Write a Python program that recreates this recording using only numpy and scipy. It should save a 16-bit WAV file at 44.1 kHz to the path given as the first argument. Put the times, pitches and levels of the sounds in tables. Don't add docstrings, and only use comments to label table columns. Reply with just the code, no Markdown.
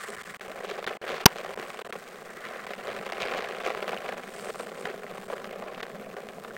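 import sys
import numpy as np
from scipy import signal
from scipy.fft import rfft, irfft, next_fast_len
from scipy.io import wavfile
from scipy.ndimage import uniform_filter1d

SR = 44100
rng = np.random.default_rng(int(sys.argv[2]) if len(sys.argv) > 2 else 0)


def unload_audio(sound):
    columns = np.transpose(np.atleast_2d(sound))
    steps = np.round(np.clip(columns, -1, 1) * 32767)
    wavfile.write(sys.argv[1], SR, steps.astype(np.int16))


N = 289737
TIME = np.arange(N) / SR

# time in seconds, slosh level in dB before trims, spatter relative to slosh in dB before trims.
CHOP_LEVELS = [(0, -51.5, 2.5), (0.32, -54, 2), (0.48, -43.5, -8.5), (0.75, -40.5, -12), (1.2, -41.5, -1),
               (1.45, -41, -6), (1.8, -45.5, -5), (2.25, -49.5, -8.5), (2.6, -47.5, -6), (3.05, -43, -5),
               (3.3, -38.5, -0.5), (3.58, -41, -4), (4.03, -38.5, -10.5), (4.3, -45.5, -4.5),
               (4.95, -44, -10), (5.6, -42.5, -9.5), (6.0, -45.5, -9), (6.57, -46.5, -12)]
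# centre in seconds, slosh lift in dB, spatter lift in dB (negative: dip).
SLOP_LIFTS = [(0.11, 12, -1), (0.78, 1, 9), (0.89, 2, 7.5), (0.63, -0.5, 0), (1.13, 6, 2), (2.47, 4, 10),
              (2.72, 1, 4), (2.89, 5.5, 7.5), (2.97, 5, 3.5), (3.22, 4, -1), (3.36, 4, -2),
              (3.66, 5.5, 6.5), (3.725, 2, 5), (3.93, -1, 5.5), (4.1, 3, 7), (4.48, 5.5, 4), (4.6, 0, 1.5),
              (4.89, 5, 7.5), (5.32, 0.5, 2.5), (5.81, 1, 8), (6.18, 4, -1)]
# centre in seconds, level change in dB.
TROUGH_DIPS = [(0.82, -7.5), (1.34, -12), (1.99, -7), (2.80, 3), (3.02, -1.5), (4.31, -3), (4.53, -14),
               (5.26, -8)]
SLOP_WIDTH_S, TROUGH_WIDTH_S = 0.024, 0.01
DROPLET_BAND_EDGES_HZ = [60, 1100, 2000, 3400, 6000, 16000]
SLAP_CEILING, BLEND_PER_DB = 2.4, 0.022

# time in seconds, level in dB before scaling and trims.
FOAM_LEVELS = [(0, -54.5), (0.25, -58), (0.7, -63), (1.8, -60), (2.2, -62), (3.35, -62), (4.25, -61.5),
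               (4.45, -57.5), (4.8, -62.5), (5.05, -64), (5.3, -59.5), (5.55, -66.5), (6.57, -63.5)]
# centre in seconds, lift in dB.
SHEET_LIFTS = [(4.37, 6), (4.47, 6), (4.60, 9), (4.81, 11)]
SHEET_WIDTH_S = 0.031
# start in seconds, starting pitch in Hz, level in dB, decay in cycles.
PLIP_EVENTS = [(0.866, 3540, -23, 2.6), (3.231, 2370, -14, 1.6), (3.17, 2470, -26, 2.3),
               (3.975, 2740, -24, 3.8), (4.09, 1800, -21, 2), (4.856, 1720, -17, 1.7),
               (5.066, 1870, -28, 2.5), (5.747, 2650, -24.5, 1), (6.288, 1870, -15.5, 0.26),
               (6.508, 1410, -28, 2.3), (6.566, 1730, -22, 2)]

# centre in seconds, wash lift in dB (negative: dip).
RUSH_LIFTS = [(.13, 6), (.45, -3), (2.52, 12), (3.45, -7)]
RUSH_WIDTH_S = 0.23
WASH_START_DB, WASH_EBB_DB_PER_S = -49.5, 3
WIND_START_DB, WIND_RISE_DB_PER_S = -51.5, 0.98

# start in seconds, end in seconds.
CHOKE_SPANS = [(.158, .165), (.177, .182), (.224, .233), (.242, .250), (.334, .338), (.369, .395),
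               (.399, .409), (.475, .480), (.852, .865), (.971, 1.015), (1.244, 1.256), (1.544, 1.556),
               (1.568, 1.574), (1.823, 1.846), (1.876, 1.889), (1.908, 1.925), (2.658, 2.665),
               (3.114, 3.119), (5.273, 5.280), (5.814, 5.825)]
# start in seconds, level in dB before trims,
# treble relative to that in dB before trims, decay in seconds.
LAP_EVENTS = [(0.408, -24.5, -15, 0.0078), (0.645, -19, -19, 0.005), (0.692, -21, -16, 0.0031),
              (0.71, -20.5, -24, 0.01), (0.777, -23, -20, 0.0054), (0.842, -24, -7.5, 0.0028),
              (0.867, -23, -8, 0.0012), (0.874, -17, -13, .0072), (1.078, -24, -10, 0.0032),
              (1.091, -21.5, -11.5, 0.0034), (1.141, -17, -19.5, 0.0046), (1.365, -33, -9, .0022),
              (1.574, -15, -26, 0.0025), (1.597, -16, -21, 0.0026), (1.626, -19, -18.5, 0.0037),
              (1.702, -26, -9, 0.0025), (1.790, -20.5, -16, 0.0033), (1.815, -18, -20, 0.0019),
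              (1.848, -30, -10, 0.0032), (1.924, -25, -9.5, 0.007), (1.954, -19, -22, .005),
              (2.509, -22, -24, 0.0033), (2.560, -20, -24, 0.0035), (2.666, -25.5, -10, 0.0042),
              (2.704, -22.5, -17, 0.011), (2.735, -23.5, -6.5, .0013), (2.901, -28, -10, 0.004),
              (2.964, -18.5, -14, 0.0025), (3.063, -18.5, -16, 0.005), (3.099, -19.5, -13.5, 0.0019),
              (3.122, -16.5, -12.5, 0.0024), (3.201, -23, -14, 0.0095), (3.297, -29.5, -10, 0.0048),
              (3.319, -15, -26, 0.0027), (3.346, -13.5, -21, 0.0029), (3.388, -14.5, -18, 0.0023),
              (3.459, -28, -17.5, 0.0035), (3.534, -25, -9, 0.0011), (3.664, -14.5, -25, 0.0039),
              (3.672, -10, -23, 0.0058), (3.773, -18, -17, 0.0037), (3.825, -14, -19, 0.0043),
              (3.879, -17.5, -11, .0025), (3.892, -18.5, -10.5, 0.0027), (3.918, -20, -21, 0.003),
              (3.930, -10, -29, 0.0037), (4.059, -21, -18, .0067), (4.089, -19, -16.5, .003),
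              (4.122, -20, -33, 0.014), (4.469, -20, -22, 0.0039), (4.501, -18, -22, 0.0032),
              (4.545, -21, -20, 0.0033), (4.596, -16.5, -21.5, 0.0068), (4.717, -18, -26, 0.003),
              (4.853, -18.5, -16, 0.0039), (4.899, -17.5, -24, .005), (5.299, -15, -27, 0.0052),
              (5.332, -15, -29, 0.0041), (5.443, -21, -16, 0.0029), (5.529, -25, -16, 0.0033),
              (5.624, -20.5, -38, 0.0043), (5.676, -22.5, -26, 0.0028), (5.803, -24, -12, .0032),
              (5.829, -21.5, -10.5, .004), (6.166, -22, -16, 0.0029), (6.447, -20.5, -21, 0.0049)]
# centre in seconds, level in dB, width in seconds.
SPRAY_EVENTS = [(0.70, -43.5, 0.033), (0.88, -55, .018), (1.10, -41.5, 0.015), (1.17, -44, 0.035),
                (1.38, -42.5, 0.011), (2.91, -67, 0.022), (3.22, -38, 0.016), (3.37, -42, .025),
                (3.66, -43, 0.028), (6.45, -56, 0.007)]
CRACK_S, CRACK_LENGTH_S = 1.2577, 0.0065

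# frequency in Hz, density in dB per Hz.
SLOSH_SPECTRUM = [(40, -46), (100, -37), (220, -12.5), (400, 1.5), (520, -0.5), (750, -4.5), (1100, -10),
                  (1700, -17), (2800, -30.5), (6000, -62.5)]
# frequency in Hz, density in dB per Hz.
SPATTER_SPECTRUM = [(60, -44), (300, -14.5), (800, 5.5), (1300, 1), (2200, 0), (3200, -7), (4500, -14.5),
                    (6500, -24.5), (15000, -42)]
# frequency in Hz, density in dB per Hz.
FIZZ_SPECTRUM = [(1000, -0.5), (3500, 4), (5000, -0.5), (6500, 0), (8500, -2.5), (10200, -6.5), (13000, -7),
                 (15700, -2.5)]
# frequency in Hz, density in dB per Hz.
SIZZLE_SPECTRUM = [(2000, -24), (4500, -6.5), (6200, -11), (7600, -3.5), (8700, -2), (10000, -12.5),
                   (15700, -37)]
# frequency in Hz, density in dB per Hz.
WASH_SPECTRUM = [(60, -35), (200, -12), (500, -12.5), (1100, 2.5), (1500, 2.5), (1950, 3), (2450, -10),
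                 (3300, -17.5), (6000, -26), (12000, -36)]
# frequency in Hz, density in dB per Hz.
RUMBLE_SPECTRUM = [(20, -7.5), (60, -31), (110, -14.5), (200, 5.5), (300, 2.5), (500, -0.5), (1200, -36.5)]
# frequency in Hz, density in dB per Hz.
FINE_SPRAY_SPECTRUM = [(800, -59), (2300, 7), (3700, 2.5), (5200, -7), (7000, -11), (10000, -26),
                       (15000, -33)]
# frequency in Hz, density in dB per Hz.
RASP_SPECTRUM = [(200, 4), (450, 1), (750, 0), (1500, 10), (2600, 9.5), (4000, 6.5), (6000, 2), (7800, -6),
                 (11000, 2.5), (15000, 2)]
# centre in Hz, width in Hz.
MIC_NOTCHES = [(300, 150), (900, 174)]
TOP_HZ = 15900


def amp(db):
    return 10 ** (np.asarray(db) / 20)


def unit(x):
    return x / np.sqrt(np.mean(x ** 2))


def curves(rows):
    s, *columns = np.transpose(rows)
    return [np.interp(TIME, s, column) for column in columns]


def swells(rows, width_s):
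    s, *columns = np.transpose(rows)
    bells = np.exp(-.5 * ((TIME - s[:, None]) / width_s) ** 2)
    return [lift @ bells for lift in columns]


def colour(x, points):
    hz, db = np.transpose(points)
    size = 2 * next_fast_len(len(x))
    freqs = np.maximum(np.fft.rfftfreq(size, 1 / SR), 1)
    gain = amp(np.interp(np.log(freqs), np.log(hz), db))
    cepstrum = irfft(np.log(gain))
    cepstrum[1:size // 2] *= 2
    cepstrum[size // 2 + 1:] = 0
    response = np.exp(rfft(cepstrum))
    return unit(irfft(rfft(x, size) * response)[:len(x)])


def noise():
    return rng.standard_normal(N)


def walk(rate_hz):
    return unit(np.interp(TIME * rate_hz, np.arange(N), noise()))


def even(gain, span_s=0.063):
    power = uniform_filter1d(gain ** 2, int(span_s * SR))
    return gain / np.sqrt(np.maximum(power, 1e-12))


def drops(rate_hz, spread_db):
    hit = rng.random(N) < rate_hz / SR
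    sign = np.sign(noise())
    size = np.minimum(rng.exponential(size=N), 2 * np.e)
    return hit * sign * amp(spread_db * size)


def add(out, s, x):
    i = int(s * SR)
    out[i:i + len(x)] += x[:len(out) - i]


def chop_levels():
    swell_db, spatter_rel_db = curves(CHOP_LEVELS)
    slosh_lift_db, spatter_lift_db = swells(SLOP_LIFTS, SLOP_WIDTH_S)
    trough_db, = swells(TROUGH_DIPS, TROUGH_WIDTH_S)
    base_db = swell_db + trough_db
    return base_db + slosh_lift_db, base_db + spatter_rel_db + spatter_lift_db


def blend(busy_db):
    return 1 - BLEND_PER_DB * np.maximum(busy_db, 0)


def trail(slaps, tail=0.21, tail_s=0.013):
    keep = np.exp(-1 / (tail_s * SR))
    return slaps + tail * signal.lfilter([1 - keep], [1, -keep], slaps)


def tumble(busy_db, slap_rate_hz=420, slap_db=1.0, fall_s=0.0011, bed=0.22,
           surge_db=0.8, burst_db=2.2, flick_db=4.0):
    hits = np.abs(drops(slap_rate_hz, slap_db))
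    slaps = signal.lfilter([1], [1, -np.exp(-1 / (fall_s * SR))], hits)
    force = (bed + unit(trail(slaps))) * amp(surge_db * walk(42) + burst_db * walk(150))
    burst = np.tanh(force / SLAP_CEILING) * amp(flick_db * walk(900))
    return burst ** blend(busy_db)


def chop(burst, busy_db, slosh_db, spatter_db, own_db=2.0, slosh_gain_db=3.0, spatter_gain_db=4.0,
         heave_db=0.5, patchy_db=3.5):
    slosh_gate = even(burst ** 0.81 * amp(own_db * walk(120)))
    slosh = colour(noise() * slosh_gate, SLOSH_SPECTRUM)
    droplets = 0
    for low_hz, high_hz in zip(DROPLET_BAND_EDGES_HZ, DROPLET_BAND_EDGES_HZ[1:]):
        band = signal.butter(2, [low_hz, high_hz], "bandpass", fs=SR, output="sos")
        clicks = drops(rate_hz=7000, spread_db=4.4 * blend(busy_db))
        droplets += signal.sosfilt(band, even(clicks * burst * amp(patchy_db * walk(220))))
    spatter = colour(droplets, SPATTER_SPECTRUM)
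    mix = amp(slosh_gain_db + slosh_db) * slosh + amp(spatter_gain_db + spatter_db) * spatter
    return amp(heave_db * walk(14)) * mix


def foam(burst, busy_db, follow=0.97, fizz_db=6.0, tick_db=-6, sizzle_db=-2,
         fizz_swell=0.7, sizzle_swell=1.82, busy_share=0.091):
    db, = curves(FOAM_LEVELS)
    usual_db = np.median(db)
    ticks = unit(drops(rate_hz=81, spread_db=2.5))
    grain = noise() * even(burst ** follow) + amp(tick_db) * ticks
    fizz_level_db = usual_db + fizz_db + fizz_swell * (db - usual_db) + busy_share * busy_db
    fizz = colour(grain, FIZZ_SPECTRUM) * amp(fizz_level_db)
    sheet_db, = swells(SHEET_LIFTS, SHEET_WIDTH_S)
    pops = drops(rate_hz=9000, spread_db=3.0) * even(burst ** .5)
    sizzle_level_db = usual_db + sizzle_db + sheet_db + sizzle_swell * (db - usual_db)
    return fizz + colour(pops, SIZZLE_SPECTRUM) * amp(sizzle_level_db)


def bubble(hz, cycles):
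    t = TIME[:SR // 40]
    age = t * hz / cycles
    return np.sin(2 * np.pi * hz * t * (1 + 0.026 * np.minimum(age, 4))) * np.exp(-age)


def bubbles(slosh_db, spatter_db, count=900, low_hz=500, high_hz=3400, size_db=-3.5, spread_db=3.5,
            cycles=7.5):
    out = np.zeros(N)
    for when, pitch, chance in rng.random((count, 3)):
        i = int(when * N)
        local_db = (1 - pitch) * slosh_db[i] + pitch * spatter_db[i]
        db = local_db + size_db - spread_db * np.log(chance + 0.017)
        add(out, i / SR, amp(db) * bubble(low_hz * (high_hz / low_hz) ** pitch, cycles))
    for s, hz, db, plip_cycles in PLIP_EVENTS:
        add(out, s, amp(db) * bubble(hz, plip_cycles))
    return out


def wash(flicker_db=3.5):
    lift_db, = swells(RUSH_LIFTS, RUSH_WIDTH_S)
    level_db = WASH_START_DB - WASH_EBB_DB_PER_S * TIME + lift_db + flicker_db * walk(90)
    return colour(noise(), WASH_SPECTRUM) * amp(level_db)


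def wind(flutter_db=2.5):
    level_db = WIND_START_DB + WIND_RISE_DB_PER_S * TIME + flutter_db * walk(40)
    return colour(noise(), RUMBLE_SPECTRUM) * amp(level_db)


def choke(depth_db=-33):
    gain = np.ones(N)
    for start_s, end_s in CHOKE_SPANS:
        gain[int(start_s * SR):int(end_s * SR)] = amp(depth_db)
    return uniform_filter1d(gain, size=24)


def laps(rise_share=0.093, body_db=-10.5, treble_db=4, mist_db=-17, tick=4):
    out, t = np.zeros(N), TIME[:SR // 25]
    for s, db, bright_db, decay_s in LAP_EVENTS:
        shape = (1 - np.exp(-t / (rise_share * decay_s))) * np.exp(-t / decay_s)
        shape /= shape.max()
        slap, drip = rng.standard_normal((2, len(t))) * shape
        drip[np.argmax(shape)] += tick
        splash = colour(drip, SPATTER_SPECTRUM) + amp(mist_db) * colour(slap, FIZZ_SPECTRUM)
        lap = amp(body_db) * colour(slap, SLOSH_SPECTRUM) + amp(treble_db + bright_db) * splash
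        add(out, s, amp(db) * lap * np.sqrt(np.mean(shape ** 2)))
    return out


def spray(burst):
    level = sum(amp(db) * np.exp(-.5 * ((TIME - s) / width_s) ** 2) for s, db, width_s in SPRAY_EVENTS)
    shower = even(drops(rate_hz=7300, spread_db=3.0) * burst)
    return level * colour(shower, FINE_SPRAY_SPECTRUM)


def crack(thump_hz=166, head_s=0.0002, thump=0.45, chatter_hz=5350, chatter=0.6, wander=0.18, knee=0.42,
          grit=0.42, lead_s=0.0013, lead=.25, ring_hz=940, ring=.68, ring_s=0.0026):
    t = TIME[:SR // 25]
    side = np.cos(2 * np.pi * thump_hz * (t + head_s))
    swing = -thump * np.tanh(9 * side)
    hz = chatter_hz * np.tanh(side / knee) ** 2 * (1 + wander * walk(3250)[:len(t)])
    rattle = chatter * np.sin(2 * np.pi * np.cumsum(hz) / SR)
    length = int(CRACK_LENGTH_S * SR)
    rasp = grit * unit(colour(noise(), RASP_SPECTRUM)[len(t):len(t) + length])
    tick = lead * rng.standard_normal(len(t)) * np.exp(-t / 0.00011)
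    ringing = ring * np.sin(2 * np.pi * ring_hz * t) * np.exp(-t / ring_s)
    out = np.zeros(N)
    add(out, CRACK_S - lead_s, tick)
    add(out, CRACK_S, (swing + rattle)[:len(rasp)] + rasp)
    add(out, CRACK_S + CRACK_LENGTH_S, ringing)
    return out


def knock(knock_hz=600, knock_db=-15, decay_s=0.00097, buzz_db=-27, buzz_s=0.0067):
    t, out = TIME[:SR // 25], np.zeros(N)
    body = amp(knock_db) * np.sin(2 * np.pi * knock_hz * t) * np.exp(-t / decay_s)
    buzz = amp(buzz_db) * colour(rng.standard_normal(len(t)), SPATTER_SPECTRUM) * np.exp(-t / buzz_s)
    add(out, CRACK_S, body)
    add(out, CRACK_S + CRACK_LENGTH_S, buzz)
    return out


def notch(x):
    for hz, width_hz in MIC_NOTCHES:
        x = signal.lfilter(*signal.iirnotch(hz, hz / width_hz, fs=SR), x)
    return x


def bass_cut(x, cut_hz=60):
    return signal.sosfilt(signal.butter(1, cut_hz, "highpass", fs=SR, output="sos"), x)


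def scene():
    slosh_db, spatter_db = chop_levels()
    busy_db = spatter_db - np.mean(spatter_db)
    burst = tumble(busy_db)
    water = chop(burst, busy_db, slosh_db, spatter_db) + foam(burst, busy_db)
    water += bubbles(slosh_db, spatter_db) + laps() + spray(burst) + wash()
    outdoors = notch(choke() * (water + wind()))
    overload = bass_cut(crack() + knock())
    return (outdoors + overload)[None]


def record(dry):
    low_pass = signal.ellip(10, .2, 80, TOP_HZ, fs=SR, output="sos")
    return signal.sosfilt(low_pass, np.clip(dry, -1, 1))


dry = scene()
out = record(dry)
unload_audio(out)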